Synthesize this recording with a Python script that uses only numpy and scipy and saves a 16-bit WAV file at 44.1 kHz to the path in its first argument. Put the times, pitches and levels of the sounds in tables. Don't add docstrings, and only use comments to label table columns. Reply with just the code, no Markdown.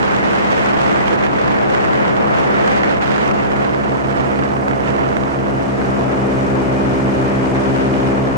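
import sys
import numpy as np
from scipy import signal
from scipy.fft import rfft, irfft, next_fast_len
from scipy.io import wavfile
from scipy.ndimage import uniform_filter1d

SR = 44100
rng = np.random.default_rng(int(sys.argv[2]) if len(sys.argv) > 2 else 0)


def inscribe(sig):
    pcm = np.round(np.clip(np.atleast_2d(sig).T, -1, 1) * 32767)
    wavfile.write(sys.argv[1], SR, pcm.astype(np.int16))


def volts_from_decibels(level):
    exponent = np.asarray(level, float) / 20
    return 10 ** exponent


N = 369116
SIZE = next_fast_len(N)
TIME, FREQ = np.arange(N) / SR, np.fft.rfftfreq(SIZE, 1 / SR)
LEFT_RIGHT = np.array([[1], [-1]])


def columns(table):
    s, *cols = np.transpose(table)
    return [np.interp(TIME, s, col) for col in cols]


def on_log(table, hz):
    f, db = np.transpose(table)
    return np.interp(np.log(np.maximum(hz, 1)), np.log(f), db)


def colour(x, table):
    return irfft(rfft(x, SIZE) * volts_from_decibels(on_log(table, FREQ)), SIZE)[..., :N]


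def walk(rate_hz):
    return np.interp(TIME * rate_hz, np.arange(4000), rng.standard_normal(4000))


def swell(centre_s, half_s):
    return np.exp(-((TIME - centre_s) / half_s) ** 2)


def tones(table, turns, load, lead, wobble_db, wobble_hz, skew):
    out = np.zeros((2, N))
    for k, *db in table:
        order = round(k)
        level_db = np.interp(load, [0, .5, 1], db) + wobble_db * walk(wobble_hz)
        angle = 2 * np.pi * order * turns + lead(order) + .1 * walk(wobble_hz)
        lean_db = LEFT_RIGHT * (1.5 / k - .5)
        wave = np.cos(angle) + skew * np.sin(angle) * LEFT_RIGHT
        out += np.sqrt(2) * volts_from_decibels(level_db) * volts_from_decibels(lean_db) * wave
    return out


# (time [s], blade rate [Hz])
BLADE_RATE = [(0.0, 67.26), (0.5, 67.2), (1.3, 67.63), (2.1, 68.19), (2.8, 68.36), (3.4, 68.31),
              (4.1, 68.05), (4.8, 67.8), (5.3, 67.16), (6.0, 66.53), (6.7, 66.38), (7.3, 66.2),
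              (7.9, 66.41), (8.37, 66.65)]


def propeller_turns():
    hz, = columns(BLADE_RATE)
    return np.cumsum(hz) / SR


# (time [s], load [0-1])
BLADE_LOAD = [
    (0, 0.01),
    (2, 0.06),
    (3, 0.12),
    (3.6, 0.32),
    (4.2, 0.61),
    (5.3, 0.56),
    (6.3, 0.9),
    (6.8, 1),
    (8.2, 1),
    (8.37, 0.87),
]


def propeller_load():
    return columns(BLADE_LOAD)[0]


def blade_lead(k):
    low = min(k, 7)
    hull_boom = 1.5 * max(low - 3, 0)
    return np.pi + .8 * k + low ** 2 + hull_boom + .45 * (k - low)


# (multiple of blade rate, light load [dB], half load [dB], full load [dB])
BLADE_TONES = [(1, -41.5, -37, -34.5), (2, -38.5, -32, -27), (3, -31, -31, -25.5), (4, -40.5, -33, -25),
               (5, -38.5, -36.5, -28.5), (6, -42, -39.5, -27.5), (7, -43.5, -37, -34),
               (8, -50, -43.5, -32.5), (9, -50, -41, -32.5), (10, -40, -35, -36), (11, -49, -46, -42),
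               (14, -53, -56, -42.5)]


def blade_beat(turns, load):
    return tones(BLADE_TONES, turns, load, blade_lead, wobble_db=0.57, wobble_hz=7., skew=0.16)


def pipe_lead(k):
    return -.6


# (multiple of camshaft rate, light load [dB], half load [dB], full load [dB])
ENGINE_TONES = [(2.01, -60, -58, -54), (2.997, -50, -46, -40.5), (4, -54, -49, -47), (5, -42.5, -34.5, -29),
                (6, -56, -56, -49), (7, -52, -48, -42.5), (8, -44, -41, -38), (9, -62, -49, -41.5),
                (11, -58, -45, -40), (12, -46.5, -46, -49), (13, -58, -51, -45), (15, -57, -50, -46),
                (35, -66, -56, -50), (96, -64, -61, -48)]


def engine(turns, load):
    cam_turns = .38193 * turns + .111
    return tones(ENGINE_TONES, cam_turns, load, pipe_lead, wobble_db=0.5, wobble_hz=6., skew=.25)


# (frequency [Hz], level [dB])
ROAR_SPECTRUM = [(18, -41), (30, -30), (124, -13.5), (280, -2.5), (800, -11.5), (2400, -26), (3100, -33),
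                 (4500, -54), (16000, -76)]


def tip_roar(turns, load):
    swish = 1 + 0.33 * np.cos(2 * np.pi * turns - 1.2) + .15 * np.cos(4 * np.pi * turns + 1.4)
    common, apart = colour(rng.standard_normal((2, N)) * swish, ROAR_SPECTRUM)
    roar = (common + 0.19 * apart * LEFT_RIGHT) / np.std(common)
    return roar * volts_from_decibels(-37 + 13 * load + 0.91 * walk(12.))


# (frequency [Hz], level [dB])
SPRAY_SPECTRUM = [(1500, -20), (3500, 0), (6000, 0), (8500, -5), (11000, -12.5), (16000, -17)]


def hull_spray(load):
    grains = rng.standard_normal((3, N)) * volts_from_decibels(1.5 * walk(200.))
    ahead, *sides = colour(grains, SPRAY_SPECTRUM)
    spray = (0.48 * ahead + np.array(sides)) / np.std(ahead)
    return spray * volts_from_decibels(-53 + 7.36 * load + 0.42 * walk(13.0))


def cage_rattle(load):
    ring_hz, width_hz = 2930, 78
    response = 1 / (1 + (2 * (FREQ - ring_hz) / width_hz) ** 4)
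    ring = irfft(rfft(rng.standard_normal(SIZE)) * response, SIZE)[:N]
    return ring / np.std(ring) * volts_from_decibels(-63 + 10.0 * load)


# (frequency [Hz], level [dB])
WIND_SPECTRUM = [(18, -43), (30, -18), (93, -2), (194, 2), (512, 1.5), (801, -0.5), (1960, -11),
                 (3000, -21.5), (3900, -30.5), (6700, -39), (9200, -49), (12000, -58.5), (16000, -57)]
# (frequency [Hz], level [dB])
RIGHT_PORT = [(60, -5.5), (700, -2), (1300, 0.5), (4400, 1.5), (15000, 0.5)]


def port_eddies():
    eddies = rfft(rng.standard_normal((2, SIZE))) * volts_from_decibels(on_log(WIND_SPECTRUM, FREQ))
    eddies[1] *= volts_from_decibels(on_log(RIGHT_PORT, FREQ))
    inside = (FREQ > 300) & (FREQ < 1500)
    return eddies / (np.sqrt(np.sum(abs(eddies[:, inside]) ** 2) / 2) / SIZE)


# (time [s], half length [s], hiss level [dB])
PUFFS = [(.4, 1, 6.5), (1.2, 0.24, 2), (1.8, .15, 1.5), (2.25, 0.1, -3.5), (2.38, .05, 4),
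         (2.75, 0.13, 4.5), (3.15, .2, 7.5), (3.4, .06, 1.5), (3.7, 0.17, 2), (4.12, .1, 5.5),
         (4.4, .1, -1.5), (4.65, 0.11, -7), (4.88, .06, 6), (5.12, .06, 2), (5.5, 0.059, -3.5),
         (6.15, .1, -1), (6.5, .3, -2.5), (7.0, .06, 2), (7.13, .06, -2), (7.5, .08, -1), (7.85, 0.26, 4),
         (8.3, .12, -2)]


def puffs_db():
    return sum(db * swell(s, half_s) for s, half_s, db in PUFFS)


# (time [s], extra level [dB])
SNAPS = [(.669, 0), (1.238, 9), (1.955, 7), (2.052, 9), (4.184, 3), (4.518, 6), (4.683, 22), (4.712, 11),
         (4.777, 4), (4.891, 11), (5.012, 1), (5.04, 9), (5.065, 4), (5.169, 15), (5.206, 7), (5.32, 6),
         (5.65, 4), (5.85, 7), (7.181, 5)]


def snaps_db():
    return sum(db * swell(s, 0.0016) for s, db in SNAPS) * np.array([[.3], [1]])


# (time [s], depth [dB])
LULLS = [(.76, 4), (1.01, 1), (1.17, 13), (1.22, 8), (1.32, 6), (1.5, 2), (1.79, 5), (2.11, 2), (2.35, 3),
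         (2.82, 3), (2.96, 7), (3.0, 13), (3.33, 10), (3.76, 7)]


def lulls_db():
    return sum(db * swell(s, 0.0098) for s, db in LULLS)


# (frequency [Hz], level [dB])
COMMON_WIND = [(60, -11.5), (200, -7), (700, -8.5), (1300, -7.5), (2400, -6.5), (4400, -3), (8100, -1.5),
               (15000, -0.5)]


def widen(ports):
    common = colour((ports[0] + ports[1]) / 2, COMMON_WIND)
    apart = (ports[0] - ports[1]) / 2
    return np.array([common + apart, common - apart])


# (time [s], strength [dB], left minus right lean [dB])
GUSTS = [(0, -17, -2.5), (.65, -16, -1.5), (1.35, -17, -2), (1.9, -16, -1.2), (2.5, -15.5, -1.8),
         (2.88, -15, -2.5), (3.05, -17.5, -3), (3.6, -18, -3), (4.1, -21, -4.5), (4.4, -18.5, -5),
         (4.62, -21, -5), (5.0, -19.5, -5), (5.4, -22, -3.2), (5.9, -21.5, 0), (6.3, -21, 0),
         (7.4, -21.5, 0.7), (7.8, -21.5, 1), (8.1, -21.8, .8)]


def head_wind():
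    gust_db, side_db = columns(GUSTS)
    lean_db = np.array([side_db, -side_db])
    hiss_db = -19 + 1.1 * side_db + puffs_db()
    eddies, snap_db, lull_db = port_eddies(), snaps_db(), lulls_db()
    flutter = walk(40.)
    flutter = 0.72 * flutter - 0.43 * flutter ** 2
    tear = np.array([walk(380.), walk(380.)])
    tear = (tear + 0.2 * tear ** 2) * (1 + 0.14 * np.maximum(lean_db, 0))
    ease_db = np.minimum(gust_db + 15.5, 0)
    octave = np.log2(np.maximum(FREQ, 1))
    out = 0
    for centre in np.arange(5, 15):
        share = np.cos(np.pi / 2 * np.clip(octave - centre, -1, 1)) ** 2
        high = np.clip((centre - 9.6) / 3.7, 0, 1)
        low = np.clip((8.6 - centre) / 0.53, 0, 1)
        db = gust_db + high * (hiss_db + 18.0 - lull_db + 0.49 * ease_db) - 0.24 * low * ease_db
        db = db + (0.35 + 1.5 * high) * flutter + 0.71 * walk(22.)
        db = db + (1.1 + 1.5 * high) * tear
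        db = db + (0.51 + 0.66 * high) * (1 - low) * snap_db
        out = out + volts_from_decibels(db - 0.67) * irfft(eddies * share, SIZE)[:, :N]
    return widen(out * volts_from_decibels(0.69 * lean_db))


def scene():
    turns, load = propeller_turns(), propeller_load()
    drive = blade_beat(turns, load) + engine(turns, load) + tip_roar(turns, load) + hull_spray(load)
    return drive + cage_rattle(load) + head_wind()


# (frequency [Hz], level [dB])
PORT_NOTCH = [(8500, 0), (10500, -3), (11500, -11.5), (12000, -19), (12500, -12), (13300, -5.5),
              (15000, -3)]
# (frequency [Hz], level [dB])
TOP_LIMIT = [(15760, 0), (15860, -60)]


def port_response(x):
    return colour(colour(x, PORT_NOTCH), TOP_LIMIT)


def band_limit(x):
    return signal.sosfilt(signal.butter(12, 16950, fs=SR, output="sos"), x)


def record(dry):
    square = dry ** 2
    bent = dry + 0.31 * (square - uniform_filter1d(square, size=800))
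    common = np.mean(bent, axis=0)
    bent = bent - common + np.tanh(1.807 * common) / 1.79
    rounded = np.tanh(1.327 * bent) / 1.281
    return band_limit(port_response(rounded))


dry = scene()
out = record(dry)
inscribe(out)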